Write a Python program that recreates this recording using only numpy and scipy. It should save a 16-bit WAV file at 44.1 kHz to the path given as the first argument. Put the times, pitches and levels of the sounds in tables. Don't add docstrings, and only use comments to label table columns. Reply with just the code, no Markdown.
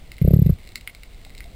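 import sys
import numpy as np
from scipy import signal
from scipy.fft import rfft, irfft
from scipy.io import wavfile

SR = 44100
rng = np.random.default_rng(int(sys.argv[2]) if len(sys.argv) > 2 else 0)


def store_pcm(level_fs):
    pcm = np.round(np.clip(level_fs, -1, 1) * 32767).astype(np.int16)
    wavfile.write(sys.argv[1], SR, np.atleast_2d(pcm).T)


N = 68355
TIME = np.arange(N) / SR


def amp(db):
    return 10 ** (np.asarray(db) / 20)


def colour(x, curve):
    hz, db = np.transpose(curve)
    bins_hz = np.fft.rfftfreq(2 * N, 1 / SR)
    gain = amp(np.interp(np.log(bins_hz + 1), np.log(hz), db))
    return irfft(rfft(x, 2 * N) * gain)[:N]


def noise(spectrum):
    x = colour(rng.standard_normal(N), spectrum)
    return x / np.sqrt(np.mean(x ** 2) + 1e-20)


def add(mix, start, sound):
    part = mix[max(round(start * SR), 0):][:len(sound)]
    part += sound[:len(part)]


def pulse(t, width_s):
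    return np.exp(-.5 * (t / width_s) ** 2)


def scatter(x, delay_s, t60_s):
    t = np.arange(SR // 4) / SR
    decay = (t > delay_s) * 1000 ** (-np.maximum(t - delay_s, 0) / t60_s)
    reflections = rng.standard_normal(len(t)) * decay
    return signal.fftconvolve(x, reflections / np.linalg.norm(reflections))[:N]


# (frequency [Hz], relative level [dB])
SIDE_SPECTRUM = [(20, 5.5), (100, -5.5), (1000, -7.5), (4000, -11.5), (10000, -24.5), (16000, -26)]
def side_hiss():
    return amp(-72.5) * noise(SIDE_SPECTRUM)


# (frequency [Hz], relative level [dB])
WATER_SPECTRUM = [(10, -6.5), (30, 3.5), (48, 0.5), (70, -10), (110, -15), (200, -20), (400, -26.5),
                  (700, -28.5), (1000, -35), (1700, -37.5), (2100, -31), (2600, -35), (4200, -36),
                  (5500, -44), (7500, -49), (16000, -78)]
# (time [s], gain [dB])
RUMBLE_SWELL = [(0, 1), (.6, 2.5), (1.0, -3.5), (1.35, 2.5), (1.46, 2.5), (1.55, 4.5)]
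def water():
    wash = amp(-42.5) * noise(WATER_SPECTRUM)
    rumble = signal.sosfiltfilt(signal.butter(2, 700, fs=SR, output="sos"), wash)
    swell = amp(np.interp(TIME, *np.transpose(RUMBLE_SWELL)))
    return wash + rumble * (swell - 1)


# (time [s], frequency [Hz], level [dB], 60 dB decay time [s])
BUBBLES = [(1.265, 760, -40.5, 0.023), (1.455, 687, -44.5, 0.11)]
def bubbles():
    t, out = np.arange(SR // 5) / SR, np.zeros(N)
    for start, hz, db, t60 in BUBBLES:
        add(out, start, amp(db) * np.sin(2 * np.pi * hz * t) * 1000 ** (-t / t60))
    return out


# (frequency [Hz], relative level [dB], 60 dB decay time [s])
HOUSING_MODES = [(1373, -1.5, 0.0062), (2124, -0.5, .013), (2752, -3.5, 0.007), (3980, -0.5, 0.0043),
                 (4860, -10.5, 0.0029)]
# Low, middle and high bands of a click (frequency [Hz])
BAND_HZ = [2110, 2700, 4000]
def housing(band_db):
    t = np.arange(SR // 40) / SR
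    out = np.zeros(len(t))
    for hz, db, t60 in HOUSING_MODES:
        detuned_hz = hz * (1 + 0.025 * rng.standard_normal())
        mode = np.sin(2 * np.pi * detuned_hz * t) * 1000 ** (-t / t60)
        out += amp(db + np.interp(hz, BAND_HZ, band_db)) * mode / np.linalg.norm(mode)
    return out


def crackle(clicks_per_s=150):
    out = np.zeros(N)
    starts = np.cumsum(rng.exponential(1 / clicks_per_s, 500))
    for start in starts[starts < N / SR]:
        size_db = -49 + 5 * min(rng.exponential(), 3)
        add(out, start, housing(rng.normal(size_db, 3, len(BAND_HZ))))
    return out


# (time [s], relative level of the low band [dB], middle band [dB], high band [dB])
NEAR_CLICKS = [(0.1181, -15.5, -19, -22), (0.1681, -50, -49, -28.5), (0.1827, -19, -25, -43),
               (0.2156, -18.5, -31, -42), (0.4643, -22, -24.5, -25.5), (0.5866, -31, -33, -36),
               (0.642, -31, -40, -41), (0.675, -26.5, -26, -25.5), (0.6905, -32, -29, -23.5),
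               (0.7572, -7.5, -13, -8), (0.8107, -27.5, -21.5, -25.5), (0.8755, -5.5, -10.5, -38),
               (0.9492, -20.5, -33, -22.5), (1.0342, -20, -20.5, -24.5), (1.2499, -26, -25, -22.5),
               (1.3039, -23.5, -34, -32), (1.3507, -23, -32, -25), (1.3801, -38, -28, -20.5),
               (1.4057, -12.5, -31, -27), (1.4422, -26, -38, -25)]
# (frequency [Hz], gain [dB])
CLICK_PASSBAND = [(100, -31.5), (700, -27.5), (1300, -16.5), (2000, 0.5), (5000, -0.5), (6000, -9.5),
                  (7500, -30), (12000, -56.5)]
def clicks():
    direct = np.zeros(N)
    for start, *band_db in NEAR_CLICKS:
        add(direct, start, housing(band_db))
    tail = amp(-8.5) * scatter(direct, delay_s=0.0016, t60_s=0.079)
    echo = amp(-14.5) * scatter(direct, delay_s=0.016, t60_s=0.067)
    return colour(direct + tail + echo + crackle(), CLICK_PASSBAND)


# (time [s], level [dB])
TWITCHES = [(0.2499, -5), (0.2814, -5.5), (0.3115, -11), (0.3406, -5.5), (0.3675, -16.5), (0.3968, -16.5),
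            (0.4237, -10.5), (0.4524, -13), (0.466, -18.5), (0.497, -6.5), (0.5287, -11)]
def drumming_muscle(hz=71, width_s=0.0038):
    out = np.zeros(N)
    for centre, db in TWITCHES:
        t = TIME - centre
        out += amp(db) * np.sin(2 * np.pi * hz * t) / np.cosh(np.clip(t / width_s, -20, 20))
    return out


# (time [s], ring level [dB], ring frequency [Hz], snap level [dB], snap frequency [Hz])
KNOCKS = [(0.2169, -6, 143, -26.5, 440), (0.2501, -8.5, 144.7, -16.5, 395), (.278, -6.5, 155, -12, 432),
          (0.3092, -9, 154.5, -15.5, 440), (0.3363, -3, 150.5, -11, 358), (.3631, -6, 144, -20, 366),
          (0.391, -5, 144.6, -23, 367), (.4192, -4.5, 146, -23, 355), (0.4626, -4.5, 145.4, -22.5, 379),
          (.4961, -3, 141.4, -19.5, 400)]
# (frequency [Hz], relative level [dB])
RASP_SPECTRUM = [(300, -2), (900, 3.5), (1500, -0.5), (2500, -9.5), (5000, -13.5), (6200, -28), (9000, -67)]
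def swim_bladder(lead_s=0.0008, rise_s=0.0057):
    out, grit = np.zeros(N), np.zeros(N)
    for onset, ring_db, ring_hz, snap_db, snap_hz in KNOCKS:
        t = TIME - onset
        age = np.maximum(t + lead_s, 0) / rise_s
        ring = (age * np.exp(1 - age)) ** 2.78 * np.cos(2 * np.pi * ring_hz * t)
        push = 0.55 * pulse(t, width_s=0.00082)
        snap = pulse(t, width_s=0.001) * np.cos(2 * np.pi * snap_hz * t)
        out += amp(ring_db) * (ring + push) + amp(snap_db) * snap
        grit += amp(ring_db + snap_db / 2) ** 2 * pulse(t - 0.0033, width_s=0.0019)
    return out + amp(-35.5) * grit / grit.max() * noise(RASP_SPECTRUM)


def scene():
    croak = drumming_muscle() + swim_bladder()
    background = water() + bubbles()
    croak_tail = amp(-16) * scatter(croak, delay_s=0.0078, t60_s=0.13)
    mid = background + clicks() + croak + croak_tail
    side = side_hiss()
    return np.array([mid + side, mid - side])


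def record(dry, mirror_hz=12000, cutoff_hz=15700):
    clipped = np.clip(dry, -1, 1)
    slope = SR * np.gradient(clipped, axis=1)
    carrier = np.sin(2 * np.pi * mirror_hz * TIME)
    mirror = amp(3) * slope / (np.pi * mirror_hz) * carrier
    lowpass = signal.firwin(101, cutoff_hz, window=("kaiser", 9), fs=SR)
    return signal.oaconvolve(clipped + mirror, lowpass[None], "same")


dry = scene()
out = record(dry)
store_pcm(out)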